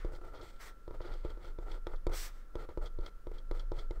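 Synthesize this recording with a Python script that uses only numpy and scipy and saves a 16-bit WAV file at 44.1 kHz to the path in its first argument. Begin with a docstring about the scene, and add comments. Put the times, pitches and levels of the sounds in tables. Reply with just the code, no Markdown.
"""At a desk in a quiet room, a gel pen prints small letters on a sheet of card, heard from very close.
Each time the pen tip lands, it ticks, knocks on the desk and sets it rocking. The tip then drags over
the paper grain and sometimes catches with a tiny rasp. Now and then the hand slides along the sheet.
Behind it all are a low rumble and a faint fan-like whine."""
import sys
import numpy as np
from scipy import signal
from scipy.fft import rfft, irfft
from scipy.io import wavfile
from scipy.ndimage import uniform_filter1d

SR = 44100
rng = np.random.default_rng(int(sys.argv[2]) if len(sys.argv) > 2 else 0)


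def bounce(signal):
    """Save signal as a 16-bit WAV file at the path given by the first command-line argument."""
    frames = np.transpose(np.atleast_2d(signal))
    limited = np.clip(frames, -1, 1)
    pcm = np.round(limited * 32767).astype(np.int16)
    wavfile.write(sys.argv[1], SR, pcm)


N = 176400
SWAY_HZ = 24.34  # how fast the desk rocks


def undb(db):
    """Turn decibels into a number to multiply by."""
    return 10 ** (np.asarray(db) / 20)


def unit(x):
    """Scale a signal to an average power of 1."""
    return x / np.sqrt(np.mean(x ** 2))


def through(x, response):
    """Play a signal through an object, given that object's response to one click."""
    return signal.fftconvolve(x, response)[:N]


def colour(x, points, size=4096):
    """Shape the tone along (frequency [Hz], level [dB]) points; only the level differences count."""
    hz, db = np.array(points).T
    log_hz = np.log(np.fft.rfftfreq(size, 1 / SR) + 1)
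    gains = undb(np.interp(log_hz, np.log(hz), db))
    # fold the filter so that it rings only after a sound, never before
    cepstrum = irfft(np.log(gains))
    cepstrum[1:size // 2] *= 2
    cepstrum[size // 2 + 1:] = 0
    response = irfft(np.exp(rfft(cepstrum)))
    return through(x, response / np.linalg.norm(response))


def ring(hz, fade_s):
    """One tone ringing after a blow; it drops by 60 dB in fade_s."""
    t = np.arange(SR) / SR
    return np.cos(2 * np.pi * hz * t) * np.exp(-np.log(1000) * t / fade_s)


def wander(per_s):
    """A smooth random drift of typical size 1, with per_s turns a second."""
    step = int(SR / per_s)
    stairs = np.repeat(rng.standard_normal(N // step + 1), step)
    return unit(uniform_filter1d(stairs, step)[:N])


def swell(t, start, peak, end, curve):
    """The strength of one movement: it rises from rest and falls back."""
    return np.sin(np.pi / 2 * np.interp(t, [start, peak, end], [0, 1, 0])) ** curve


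def push(t, length):
    """The force of one contact, adding up to 1: a longer contact is softer."""
    progress = np.clip(t / length, 0, 20)
    force = progress ** 2 * np.exp(-2 * np.pi * progress)
    return force / force.sum()


def bursts(t, rows, rise_s=0.0011):
    """Short surges of force: a quick bite, then a rounded release."""
    force = 0
    for start, length, db in rows:
        bite = np.clip((t - start) / rise_s, 0, 1)
        release = np.exp(-np.minimum(((t - start) / (0.83 * length)) ** 2, 20))
        force += undb(db) * bite * release
    return force


def paper_grain(spread_db, hiss, clicks_per_s=1400):
    """Paper fibres slip under the tip: random clicks of uneven size over a fine hiss."""
    size = undb(spread_db * np.minimum(rng.exponential(size=N), 4))
    clicks = (rng.random(N) < clicks_per_s / SR) * size * rng.choice([-1, 1], N)
    return unit(unit(clicks) + hiss * rng.standard_normal(N))


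def room(whine_hz=1352, waver_hz=3.9):
    """Low rumble and faint hiss with a thin, slightly wavering whine."""
    # tone of the room's noise (frequency [Hz], level [dB])
    room_tone = [(20, 26.5), (40, 19), (80, -2), (200, -3), (400, -5), (500, -3.5), (650, -13),
                 (950, -16.5), (1200, -10.5), (1350, -7.5), (1600, -13), (2300, -24.5), (5000, -28),
                 (10000, -32.5), (16000, -31.5)]
    pitch = whine_hz + waver_hz * wander(25)
    whine = np.sin(2 * np.pi * np.cumsum(pitch) / SR) * undb(2 * wander(13))
    return undb(-49.5) * colour(rng.standard_normal(N), room_tone) + undb(-70) * unit(whine)


def room_echo(t, sound, fade_s=0.21):
    """The room sends back a short, faint echo that starts 5 ms late."""
    tail = rng.standard_normal(N) * np.exp(-np.log(1000) * t / fade_s) * (t > .005)
    return undb(-18.5) * through(sound, tail / np.linalg.norm(tail))


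def desk_wobble(t):
    """The moving arm keeps the desk swaying unevenly."""
    # strength of the swaying (time [s], level [dB])
    sway_levels = [(0, -37), (.3, -51.5), (.55, -48.5), (.8, -61.5), (.96, -37), (1.4, -40), (1.55, -38.5),
                   (2.2, -36.5), (2.35, -46.5), (2.6, -52), (2.95, -35.5), (3.24, -49), (3.4, -39),
                   (3.7, -34.5), (4, -44)]
    rocking = np.sin(2 * np.pi * np.cumsum(SWAY_HZ * (1 + 0.14 * wander(30))) / SR)
    level = undb(np.interp(t, *np.array(sway_levels).T))
    return level * unit(rocking * undb(3.1 * wander(25)))


def desk_ring():
    """After a blow, the desk top rings with many tones at once."""
    # the desk's own tones (frequency [Hz], level [dB], time to fade by 60 dB [s])
    desk_tones = [(62.4, -14.5, 0.19), (116.5, -27.5, 0.24), (171.6, -29.5, 0.45), (346, 0, 0.032),
                  (343.6, -9.5, 0.097), (439, -14, 0.18), (481, -10, 0.066), (538, -7, 0.0075),
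                  (564, -12.5, 0.068), (855, -15, 0.096), (961.5, -16, 0.091), (1163, -11.5, 0.15),
                  (1273, -12.5, 0.12), (1820, -18, 0.017)]
    return sum(undb(db) * ring(hz, fade_s) for hz, db, fade_s in desk_tones)


def hand_slides(t):
    """The side of the hand brushes over the sheet, brighter when it moves fast."""
    # hand movements (start [s], rise [s], hold [s], fall [s], level [dB], treble level [dB])
    slides = [(-.08, 0.017, 0.017, 0.17, -56.5, -81), (0.582, 0.035, 0.044, 0.081, -55, -59.5),
              (2.096, 0.077, 0.056, 0.095, -53, -46.5), (2.26, .04, 0.071, 0.11, -68, -74)]
    # dull part of skin rubbing on card (frequency [Hz], level [dB])
    skin_tone = [(100, -62), (350, -0.5), (850, -8), (1200, -1), (1600, -3.5), (2000, -2.5), (2700, -14.5),
                 (3500, -12), (6000, -24), (16000, -33)]
    # bright part of that rubbing (frequency [Hz], level [dB])
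    treble_tone = [(1000, -25), (2100, 3.5), (2800, -3), (3500, 0), (4400, 2), (5800, 5), (6700, -1.5),
                   (8000, 3), (9800, -6.5), (13000, -3.5), (16000, -3.5)]
    low = high = 0
    for start, rise, hold, fall, db, treble_db in slides:
        ramp = np.interp(t, np.cumsum([start, rise, hold, fall]), [0, 1, 1, 0])
        speed = np.sin(np.pi / 2 * ramp) ** 1.53
        low += undb(db) * speed
        high += undb(treble_db) * speed ** 2
    drag = undb(.5 * wander(51))
    dull = colour(drag * low * rng.standard_normal(N), skin_tone)
    bright = colour(drag * high * rng.standard_normal(N), treble_tone)
    return dull + bright


def pen_catches(t):
    """The tip sticks and slips in short bursts, which make it ring with a tiny rasp."""
    # moments when the tip catches (start [s], length [s], level [dB])
    catches = [(0.148, 0.022, -62), (0.345, 0.055, -64), (0.412, 0.015, -57), (1.014, 0.021, -59.5),
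               (1.056, 0.028, -62.5), (1.136, 0.013, -59), (1.301, 0.0063, -57), (1.454, 0.008, -61),
               (1.714, 0.012, -55), (1.957, 0.022, -67), (2.132, 0.015, -51), (2.857, 0.019, -53),
               (3.008, 0.0046, -60.5), (3.061, 0.01, -51.5), (3.382, 0.015, -61), (3.594, 0.013, -53),
               (3.786, 0.027, -55)]
    # tone of the rasping tip (frequency [Hz], level [dB])
    rasp_tone = [(1000, -21), (2100, -3), (2750, -22), (3250, 10), (3800, -1.5), (4400, 1.5), (5500, -6.5),
                 (7500, -17), (10000, -26), (16000, -52)]
    return colour(bursts(t, catches) * paper_grain(spread_db=1, hiss=0.41), rasp_tone)


def pen_strokes(t, hiss_lag_s=0.0065):
    """The tip drags: a grainy rub through the desk, a hiss and an airy treble from the paper."""
    # pen movements (start [s], fastest [s], end [s], rub [dB], hiss [dB], airy treble [dB])
    strokes = [(0.036, .07, 0.14, -55, -96, -94), (0.095, 0.137, 0.2, -50, -69, -65.5),
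               (0.214, 0.252, 0.35, -50, -69.5, -71.5), (.32, 0.364, 0.48, -52.5, -64.5, -93),
               (0.403, 0.427, 0.67, -61, -62, -66), (.89, 0.943, 0.99, -53, -72, -80),
               (0.98, 1.036, 1.186, -46.5, -59.5, -96), (1.064, 1.136, 1.37, -59.5, -64, -74),
               (1.214, 1.28, 1.41, -53.5, -67, -77), (1.368, 1.445, 1.548, -51.5, -61, -69),
               (1.577, 1.624, 1.7, -54.5, -74, -74), (1.646, 1.725, 1.798, -48, -58.5, -65.5),
               (1.858, 1.939, 1.925, -48, -63.5, -74), (2.093, 2.128, 2.165, -40.5, -50.5, -72),
               (2.532, 2.599, 2.676, -46.5, -62.5, -69), (2.684, 2.687, 2.75, -53.5, -68.5, -92),
               (2.794, 2.836, 2.9, -47.5, -62.5, -66), (2.963, 3.088, 3.09, -50, -61.5, -69),
               (3.325, 3.337, 3.43, -54, -65, -73), (3.487, 3.562, 3.67, -50, -63.5, -68.5),
               (3.696, 3.778, 3.89, -52.5, -62, -70), (3.882, 3.951, 4, -53.5, -74, -76)]
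    # the tip judders and shakes the desk (start [s], length [s], level [dB])
    judders = [(.09, .012, -60), (0.182, 0.018, -51.5), (0.213, 0.012, -46), (0.334, 0.035, -43.5),
               (0.394, 0.083, -49.5), (0.941, 0.015, -46), (1.002, 0.023, -49.5), (1.116, 0.0077, -40),
               (1.444, 0.013, -44.5), (1.867, 0.036, -50), (1.933, 0.022, -44.5), (2.0936, 0.011, -37),
               (2.135, .014, -38.5), (2.697, 0.011, -48.5), (3.062, 0.0075, -43), (3.314, 0.0093, -43),
               (3.778, 0.026, -42.5)]
    # tone of the low rub (frequency [Hz], level [dB])
    rub_tone = [(60, 8.5), (150, -7.5), (240, -18), (345, -1.5), (520, -1), (720, -10.5), (950, -8),
                (1080, -18), (1180, -11), (1380, -3.5), (1650, -19.5), (2000, -15), (2700, -29),
                (8000, -94)]
    # tone of the paper's hiss (frequency [Hz], level [dB])
    hiss_tone = [(600, -29), (2100, 7.5), (2700, -7.5), (3300, 4.5), (3800, -2.5), (4400, 1.5), (5600, -15),
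                 (6600, -21.5), (8000, -20.5), (16000, -38)]
    # tone of the airy treble (frequency [Hz], level [dB])
    air_tone = [(2000, -25), (5000, 1), (6600, -2.5), (8200, 2), (9700, -11.5), (13000, -8), (16000, -6.5)]
    rub = hiss = air = 0
    for start, peak, end, rub_db, hiss_db, air_db in strokes:
        rub += undb(rub_db) * swell(t, start, peak, end, curve=1.34)
        speed = swell(t - hiss_lag_s, start, peak, end, curve=2.68)
        hiss += undb(hiss_db) * speed
        air += undb(air_db) * speed
    pressure = undb(2 * wander(70))
    slips = np.hypot(rub * pressure, bursts(t, judders)) * paper_grain(spread_db=1.5, hiss=0.59)
    desk = desk_ring()
    return (undb(-1) * colour(slips, rub_tone)
            + undb(-14.5) * through(slips, desk / np.linalg.norm(desk))
            + undb(-3.5) * colour(hiss * pressure * paper_grain(spread_db=5, hiss=1.45), hiss_tone)
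            + undb(-5) * colour(air * pressure * rng.standard_normal(N), air_tone))


def pen_taps(t, tick_decay_s=0.0029, click_decay_s=0.00063, edge_lag_s=0.002083):
    """The tip lands: the pen ticks, its metal ball clicks, and the desk knocks and rocks."""
    # landings of the tip (time [s], knock [dB], tick [dB], contact time [s])
    taps = [(0.0478, -33.5, -49.5, 0.0016), (0.135, -57.5, -67, 0.00023), (.879, -42, -56, 0.0009),
            (0.909, -44.5, -57, 0.00071), (1.006, -43.5, -59, 0.00051), (1.2494, -33, -51, 0.0014),
            (1.374, -47.5, -60.5, 0.0011), (1.587, -40, -54.5, 0.0011), (1.869, -39.5, -41, 0.00035),
            (2.068, -30, -37.5, 0.001), (2.5549, -35, -45, 0.0011), (2.690, -45, -53, 0.00058),
            (2.7746, -34.5, -52, 0.001), (2.9875, -35, -54, 0.0021), (3.270, -40.5, -54.5, 0.00091),
            (3.5125, -36.5, -41.5, 0.0007), (3.718, -35, -46, 0.00099), (3.9083, -36.5, -44.5, 0.0014)]
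    # tone of the pen's tick (frequency [Hz], level [dB])
    tick_tone = [(300, -29), (900, 12.5), (1400, -34), (2100, -0.5), (2700, -19), (3300, -3.5),
                 (4400, -6.5), (6000, -19), (8000, -22.5), (10000, -39), (16000, -49)]
    blows, tick_level, click_level = np.zeros((3, N))
    brief = t[:SR // 20]
    for start, knock_db, tick_db, contact_s in taps:
        span = slice(int(start * SR), int(start * SR) + len(brief))
        blows[span] += undb(knock_db) * push(brief, contact_s)
        tick_level[span] += undb(tick_db) * np.exp(-brief / tick_decay_s)
        click_level[span] += undb(tick_db - 13.5) * np.exp(-brief / click_decay_s)
    soft_blows = through(blows, push(brief, length=0.0049))
    sway = -through(soft_blows, ring(SWAY_HZ, fade_s=0.34))
    returned = .35 * np.interp(t - edge_lag_s, t, blows)  # each blow bounces back from the desk's edge
    knock = through(blows + returned, desk_ring())
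    tick = colour(tick_level * rng.standard_normal(N), tick_tone)
    click = click_level * rng.standard_normal(N)
    return undb(3) * knock + undb(4) * sway + undb(-0.5) * tick + click


def scene():
    """Pen, hand and desk close by, with the room's echo and noise behind them."""
    t = np.arange(N) / SR
    near = pen_taps(t) + pen_strokes(t) + desk_wobble(t) + pen_catches(t) + hand_slides(t)
    return (near + room_echo(t, near) + room())[None]


def record(dry, top_hz=15650):
    """Cut away the very highest treble."""
    return signal.sosfilt(signal.ellip(10, .2, 70, top_hz, fs=SR, output="sos"), dry)


dry = scene()
out = record(dry)
bounce(out)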